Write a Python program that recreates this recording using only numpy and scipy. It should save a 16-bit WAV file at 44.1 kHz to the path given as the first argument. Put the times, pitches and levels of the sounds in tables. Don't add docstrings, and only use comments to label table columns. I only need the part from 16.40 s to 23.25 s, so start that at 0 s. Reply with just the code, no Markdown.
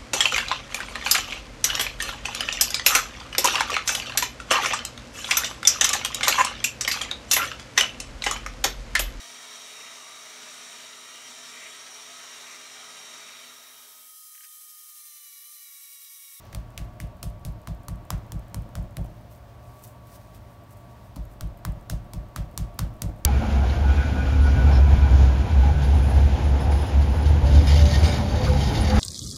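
import sys
import numpy as np
from scipy import signal
from scipy.fft import rfft, irfft
from scipy.io import wavfile
from scipy.ndimage import uniform_filter1d

SR = 44100
rng = np.random.default_rng(int(sys.argv[2]) if len(sys.argv) > 2 else 0)


def ratio(d):
    e = np.asarray(d, float) / 20
    return 10 ** e


def waveform_to_disk(signal):
    frames = np.transpose(np.atleast_2d(signal))
    scaled = np.clip(frames, -1, 1) * 32767
    samples = np.round(scaled).astype(np.int16)
    wavfile.write(sys.argv[1], SR, samples)


N = 302261

# start in seconds, push in dB, skin slap in dB, squeezed air in dB,
# pitch of the hand's hollow in Hz.
PATS = [(0.13, 3.5, -35, -35, 1990), (0.1479, -3, -23.5, -33.5, 1130), (0.377, 4.2, -22, -24.5, 2040),
        (0.6012, 2.6, -24, -27, 2000), (0.829, 2.2, -21.5, -33, 1200), (1.0499, -1, -23.5, -41.5, 1140),
        (1.273, -2, -23.5, -30, 1020), (1.4834, -1.5, -19.5, -29.5, 1090), (1.704, 1, -14, -20, 1070),
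        (1.92, 0, -22.5, -36.5, 890), (2.144, -4, -17.5, -29.5, 953), (2.3532, 2.1, -23.5, -27.5, 1280),
        (2.5688, -1.5, -24, -29, 1190), (4.7598, 3, -35, -42, 1060), (4.7644, -14, -34.5, -38, 905),
        (5.0089, 12, -22.5, -32, 1110), (5.2503, 7.5, -16.5, -21.5, 1060), (5.4988, 9, -18, -25, 830),
        (5.7346, 1.5, -24, -36.5, 950), (5.961, 3.5, -20, -22, 1190), (6.1761, 4, -12.5, -28, 1070),
        (6.3908, 1.5, -14, -22, 1100), (6.619, -1.5, -9.5, -27, 1190), (6.8493, 2, -2, -19.5, 1510)]
# contact time in ms, brightest frequency in Hz,
# first touch in dB, room share in dB.
SKIN = [(5.2, 5600, -14, -3), (7.2, 4300, -36, -9.5), (5.17, 5100, -38, -6.5), (4.8, 11000, -35, -3),
        (4.34, 10000, -22, -5), (3.87, 11500, -34, -3.5), (3.54, 4200, -17, -3), (3.75, 9000, -24, -9.5),
        (3.62, 6000, -24, -11.5), (3.9, 7000, -37, -9.5), (3.03, 9800, -57, -10.5), (3.9, 6960, -43, -4),
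        (3.31, 10700, -24, -11), (5.27, 4700, -29, -1.5), (3.3, 11000, -15, -16), (6.55, 3000, -40, -8.5),
        (4.77, 13400, -44, -10.5), (5.14, 6100, -17, -4), (4.15, 4600, -35, -6.5), (4.13, 2900, -23.5, -4),
        (3.97, 6900, -58, -9), (3.2, 4300, -22, -9.5), (2.88, 8000, -32, -11.5), (2.4, 6800, -48, -14)]


def evened(x):
    return x / np.sqrt(np.mean(x ** 2) + 1e-20)


def read(points, hz):
    f, value = np.transpose(points)
    return np.interp(np.log(hz + 1), np.log(f + 1), value)


def add(mix, s, sound):
    at = round(s * SR)
    sound = sound[max(-at, 0):]
    part = mix[max(at, 0):][:len(sound)]
    part += sound[:len(part)]


def coloured(x, points):
    gain = ratio(read(points, np.fft.rfftfreq(len(x), 1 / SR)))
    return irfft(rfft(x) * gain, len(x))


def levelled(x):
    z = rfft(x)
    return irfft(z / np.sqrt(uniform_filter1d(abs(z) ** 2, size=45)), len(x))


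def below(x, hz):
    taps = signal.firwin(511, hz, window=("kaiser", 9), fs=SR)
    return signal.oaconvolve(x, taps, "same")


def resonate(x, hz, width):
    r = np.exp(-np.pi * width / SR)
    return 2 * signal.lfilter([1 - r], [1, -r * np.exp(2j * np.pi * hz / SR)], x).real


def drift(per_s):
    t = np.arange(N) / SR
    rates = np.geomspace(per_s / 10, per_s, num=12)
    return evened(sum(np.sin(2 * np.pi * (f * t + rng.random())) / np.sqrt(f) for f in rates))


def room(hz_db):
    # frequency in Hz, t60 in seconds.
    decay_times = [(500, 0.91), (1000, 0.46), (2000, 0.34), (5500, 0.23), (14600, 0.17)]
    hz, t, z = signal.stft(rng.standard_normal(SR // 3), SR, nperseg=128)
    decay = ratio(-60 * t / read(decay_times, hz)[:, None])
    tail = signal.istft(z * decay, SR, nperseg=128)[1]
    t = np.arange(len(tail)) / SR
    build_up = (t / 0.0048).clip(0, 1) ** 0.5
    echo = 0.6 * np.exp(-((t - .0135) / 0.0011) ** 2)
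    tail = tail * (build_up + echo)
    return coloured(tail / np.linalg.norm(tail), hz_db)


def kitchen():
    # frequency in Hz, density in dB per Hz.
    air_colour = [(20, -74), (40, -17), (50, -10), (110, -5), (140, -19.5), (180, -11), (400, -20.5),
                  (600, -24.5), (800, -21), (1200, -25.5), (2000, -32), (4000, -39), (8000, -47),
                  (16000, -47.5)]
    # resonance in Hz, width in Hz, rms in dB.
    resonances = [(51.2, 10, -59), (69, 12, -58.5), (101.8, 24, -54), (169.5, 7.3, -66.5), (568, 51, -63.5),
                  (612, 50, -60.5), (699.6, 60, -60.5), (925, 49, -66), (1020, 120, -70)]
    # hum frequency in Hz, rms in dB, waver in dB.
    hum_tones = [(120, -53, 1), (50.6, -63, 4.5)]
    # time in seconds, rms in dB.
    whine_levels = [
        (0.0, -61.5),
        (1.5, -63),
        (3.03, -68),
        (3.38, -58),
        (3.81, -63.5),
        (4.58, -60.5),
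        (4.75, -68),
        (5.3, -63),
        (6.85, -62.5),
    ]
    whine_hz, air_db = 1139, -50.5
    t = np.arange(N) / SR
    air = ratio(air_db + .5 * drift(2.2)) * evened(coloured(rng.standard_normal(N), air_colour))
    drone = np.zeros(N)
    for hz, width, db in resonances:
        held = resonate(resonate(rng.standard_normal(N), hz, width), hz, width)
        drone += ratio(db) * evened(held)
    hum = np.zeros(N)
    for hz, db, waver_db in hum_tones:
        hum += ratio(db + waver_db * drift(22.0)) * np.sin(2 * np.pi * hz * t + 0.1 * drift(1.4))
    whine_db = np.interp(t, *np.transpose(whine_levels)) + 1.2 * drift(12)
    whine = ratio(whine_db) * np.sin(2 * np.pi * whine_hz * t + 1.9 * drift(5.9))
    return air + drone + np.sqrt(2) * (hum + whine)


def rustle():
    # peak in seconds, level in dB, rise and fall in seconds over 20 dB, brightness 0-1.
    strokes = [(.058, -59, 0.19, 0.23, 0.046), (0.129, -56, 0.01, 0.0088, 0.45), (2.66, -61, .05, .04, .6),
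               (2.75, -67, .3, .8, 0.38), (2.915, -59, 0.033, .13, 0.79), (3.1, -63.5, .07, 0.055, .4),
               (3.27, -64.5, 0.11, .3, 0.66), (3.41, -60.5, .4, .03, .8), (3.44, -49, 0.036, 0.11, 0.94),
               (3.76, -51, .15, 0.041, 0.75), (3.8, -62.5, .03, 0.85, 0.54),
               (3.95, -54.5, 0.025, 0.044, 0.66), (4.12, -67, .09, 0.15, 1), (4.33, -56, 0.069, .025, 0.97),
               (4.37, -63, .03, .2, .95), (4.5, -66, .04, .5, 0.46), (4.65, -65.5, .08, .13, 0.95),
               (4.852, -69, .06, .08, 0.68), (4.918, -60.5, .025, 0.064, 1)]
    # frequency in Hz, level in dB.
    dull = [(1500, 6), (3500, 7.5), (6000, 7), (9000, -12), (12000, -11), (16000, -1)]
    # frequency in Hz, level in dB.
    bright = [(1500, -40), (5000, -11), (8000, -5.5), (10500, -3.5), (13000, -6), (16000, -5.5)]
    unevenness = ratio(0.79 * evened(uniform_filter1d(rng.standard_normal(N), size=40)))
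    slips = rng.standard_normal((2, N)) * unevenness
    snags = rng.exponential(1, N) * (rng.random(N) < 250 / SR)
    slips = slips * (1 + 14 * uniform_filter1d(snags, size=30))
    t, power = np.arange(N) / SR, np.zeros((2, N))
    for s, db, rise_s, fall_s, brightness in strokes:
        stroke = ratio(db - 20 * np.maximum((s - t) / rise_s, (t - s) / fall_s))
        share = np.clip(brightness, 0, 1)
        power = power + np.outer([1 - share, share], stroke ** 2)
    dull_part = np.sqrt(power[0]) * evened(coloured(slips[0], dull))
    return dull_part + np.sqrt(power[1]) * evened(coloured(slips[1], bright))


def swish():
    # start in seconds, length in seconds, rms in dB, first and last pitch in Hz, width in Hz.
    s, length, db, from_hz, to_hz, width = (2.9, .048, -64, 12500, 15600, 700)
    t, out = np.arange(round(length * SR)) / SR, np.zeros(N)
    glide_hz = from_hz + (to_hz - from_hz) * t / length
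    turn = np.exp(2j * np.pi * np.cumsum(glide_hz) / SR)
    r = np.exp(-np.pi * width / SR)
    hiss = (turn * signal.lfilter([1 - r], [1, -r], rng.standard_normal(len(t)) / turn)).real
    add(out, s, ratio(db) * np.sin(np.pi * t / length) * evened(hiss))
    return out


def pushes():
    return [(s, db, contact_ms) for (s, db, *_), (contact_ms, *_) in zip(PATS, SKIN)]


def shake_db(push_db, contact_ms):
    panel_hz, panel_db = 215.4, -0.13
    return panel_db + push_db - 30 * np.log10(1 + (2 * np.pi * panel_hz * contact_ms / 1000) ** 2)


def ticks():
    # ring mode in Hz, level in dB, t60 in seconds.
    ring_modes = [(13700, 1, 0.047), (12600, -7, .04), (9300, -26, 0.03)]
    # frequency in Hz, level in dB.
    click_colour = [(3000, -39), (6500, -8), (9000, -4), (12000, -3.5), (16000, -10.5)]
    # time in seconds, click in dB, metal ring in dB.
    turns = [(0.0523, -47, -74), (0.3037, -50, -76), (0.5374, -58, -84), (0.7687, -54, -75),
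             (0.9951, -52, -72), (1.2161, -51, -77), (1.433, -47.5, -72), (1.6511, -50, -75),
             (1.8642, -52, -76), (2.082, -48, -66), (2.2907, -51, -74), (2.5087, -48, -72),
             (2.7664, -54, -74), (4.9364, -51, -71), (5.173, -47, -59), (5.4106, -49, -67),
             (5.6444, -53, -75), (5.886, -54, -82), (6.113, -49, -78), (6.3435, -50, -76),
             (6.539, -50, -69), (6.762, -50, -78)]
    # time in seconds, click in dB, metal ring in dB.
    strays = [(2.6599, -50, -77), (2.701, -56, -79), (2.8115, -54, -72), (2.9607, -50, -66),
              (2.9772, -52, -74), (3.4382, -34, -62), (3.476, -40, -67), (3.6706, -49, -56),
              (3.7504, -49, -66), (3.9504, -48, -74), (3.9694, -60, -62), (4.1165, -56, -72),
              (4.2363, -54, -76), (4.3076, -50, -67), (4.371, -51, -74), (4.5032, -59, -73),
              (4.8524, -47, -72), (6.474, -54, -80), (6.5665, -50, -80), (6.788, -52, -72)]
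    peel_s, peel_per_ms, peel_db, peel_ring_db = .087, -0.0034, -4, -26
    sticky_until_s = 5.4
    rebound_s, rebound_db, rebound_scatter_db = .016, -7.5, 1
    t, out = np.arange(2048) / SR, np.zeros(N)
    ring = sum(ratio(db - 60 * t / t60) * np.sin(2 * np.pi * hz * t) for hz, db, t60 in ring_modes)
    ring = ring * (1 - np.exp(-t / .002))
    rows = []
    for s, push_db, contact_ms in pushes():
        if s < sticky_until_s:
            db = shake_db(push_db, contact_ms) + peel_db
            rows.append((s + peel_s + peel_per_ms * contact_ms, db, db + peel_ring_db))
    for s, db, ring_db in turns:
        scatter_db = rebound_scatter_db * rng.standard_normal()
        rows.append((s, db, ring_db))
        rows.append((s + rebound_s, db + rebound_db + scatter_db, ring_db + rebound_db))
    rows += list(strays)
    for (s, db, ring_db), noise in zip(rows, rng.standard_normal((len(rows), len(t)))):
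        click = coloured(noise * np.exp(-t / 0.0023), click_colour)
        add(out, s, ratio(db) * click / abs(click).max() + ratio(ring_db) * ring)
    return out


def knocks():
    # start in seconds, level in dB, pitch in Hz, t60 in seconds.
    knuckles = [
        (4.762, -32, 271, 0.084),
        (0.064, -39.5, 217, 0.05),
    ]
    t, out = np.arange(SR // 8) / SR, np.zeros(N)
    for s, db, hz, t60 in knuckles:
        add(out, s, ratio(db - 60 * t / t60) * (1 - np.exp(-t / 0.0047)) * np.sin(2 * np.pi * hz * t))
    return out


def pops():
    # frequency in Hz, level in dB.
    panels = [(90, 0), (170, 3), (230, -4), (290, -9.5), (315, -1.5), (400, -23), (600, -5.5), (720, -11.5),
              (850, -24.5), (1300, -27.5), (2500, -49)]
    t, out = np.arange(SR // 2) / SR, np.zeros(N)
    noises = rng.standard_normal((len(PATS), 2, len(t)))
    for (s, push_db, _, db, hz), (contact_ms, *_), noise in zip(PATS, SKIN, noises):
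        puff = (1 + 3.6 * noise[0, :512]) * np.exp(-t[:512] / 0.00038)
        pop = resonate(resonate(puff, hz, 0.25 * hz), 1.72 * hz, 1.83 * hz)
        pop = ratio(db) * pop / abs(pop).max()
        add(out, s + 0.00072, pop)
        tail = room([(0.2 * hz, -12), (hz, 8), (1.6 * hz, 3), (10.0 * hz, -20)])
        add(out, s, ratio(-4) * np.linalg.norm(pop) * tail)
        flutter_db = 3.78 * evened(uniform_filter1d(noise[0], size=400))
        rattle = ratio(shake_db(push_db, contact_ms) - 60 * t / 0.97 + flutter_db)
        add(out, s, rattle * (1 - np.exp(-t / 0.003)) * evened(coloured(noise[1], panels)))
    return out


def slaps():
    # frequency in Hz, level in dB.
    crack_colour = [(1500, -7), (3100, 0), (4200, -1), (5500, 0), (8000, -1), (10500, 1.5), (13000, -3),
                    (16000, -7)]
    spread_ms, spread_per_slap_db = 2.65, 0.04
    thin_db_per_slap_db, soft_slap_db = -0.33, -26.5
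    t, dry, wet = np.arange(1024) / SR, np.zeros(N), np.zeros(N)
    noises = rng.standard_normal((len(PATS), 2, len(t)))
    for (s, _, db, *_), (_, hz, touch_db, room_db), noise in zip(PATS, SKIN, noises):
        length_ms = spread_ms + spread_per_slap_db * db
        u = np.maximum(t - .003, 0) / (length_ms / 1000)
        first_touch = ratio(touch_db) * (t > .001) * (t < .003)
        landing = np.exp(-u / 0.12) + 0.25 * np.exp(-u ** 2) + 0.065 * np.exp(-u / 1.2)
        shape = first_touch + (u / 0.07).clip(0, 1) * landing
        patches = ratio(3.5 * evened(uniform_filter1d(noise[1], size=14)))
        crack = coloured(levelled(noise[0] * shape * patches), crack_colour)
        thin_db = thin_db_per_slap_db * max(db - soft_slap_db, 0)
        crack = coloured(crack, [(3300, thin_db), (4200, 0)])
        crack = crack + 0.4 * resonate(crack, hz, 1800)
        crack = ratio(db) * crack / abs(crack).max()
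        add(dry, s - .0025, crack)
        tail = room(crack_colour)
        tail = tail + 0.61 * resonate(tail, hz, 2700)
        add(wet, s, ratio(room_db) * np.linalg.norm(crack) * tail)
    return dry, wet


def thumps():
    # frequency in Hz, level in dB, t60 in seconds,
    # sign at the listening point.
    counter_modes = [(38.2, -29.5, 0.64, 1), (49.5, -16.5, 0.395, -1), (57.2, -10.8, 0.329, 1),
                     (66.1, -20.8, 0.265, -1), (88.3, -12.0, 0.268, -1), (98.3, -5.9, 0.329, 1),
                     (111.9, -7.3, 0.607, -1), (136.8, -1.6, 0.25, -1), (145.5, 3.5, 0.22, 1),
                     (160.4, -0.7, 0.321, -1), (171.7, 22.1, 0.138, 1), (173.2, 22.6, 0.1, -1),
                     (197.2, -1.3, 0.265, 1), (217.8, -9.9, 0.64, 1), (247.5, -7.9, 0.49, 1),
                     (273.4, -2.3, 0.215, -1), (313.2, -7.0, 0.512, -1), (332.3, -6.4, 0.274, 1)]
    # time in seconds, level in dB, contact time in ms.
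    earlier_push = (-0.0886, 1.5, 6.4)
    t, out = np.arange(SR // 2) / SR, np.zeros(N)
    modes = np.zeros(len(t))
    for hz, db, t60, sign in counter_modes:
        modes += sign * ratio(db - 60 * t / t60) * np.sin(2 * np.pi * hz * t)
    for s, db, contact_ms in [earlier_push] + pushes():
        u = t[:SR // 10] / (contact_ms / 1000)
        force = u ** 2 * np.exp(-u)
        add(out, s, ratio(db) * signal.fftconvolve(modes, force / force.sum()))
    return out


def scene():
    edge_hz, attack_edge_hz = 15800, 16800
    dry, wet = slaps()
    steady = thumps() + knocks() + pops() + ticks() + wet + rustle() + kitchen() + swish()
    return (below(dry, attack_edge_hz) + below(steady, edge_hz))[None]


def band_limit(x):
    return signal.sosfilt(signal.butter(12, 17050, fs=SR, output="sos"), x)


def record(dry):
    # frequency in Hz, level in dB.
    mic_colour = [(9600, 0), (10400, -5.5), (11000, -2.5), (12000, 0), (13000, 2.5), (13800, 0)]
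    heard = coloured(np.pad(dry[0], (0, 4096)), mic_colour)[:N]
    return band_limit(heard[None])


dry = scene()
out = record(dry)
waveform_to_disk(out)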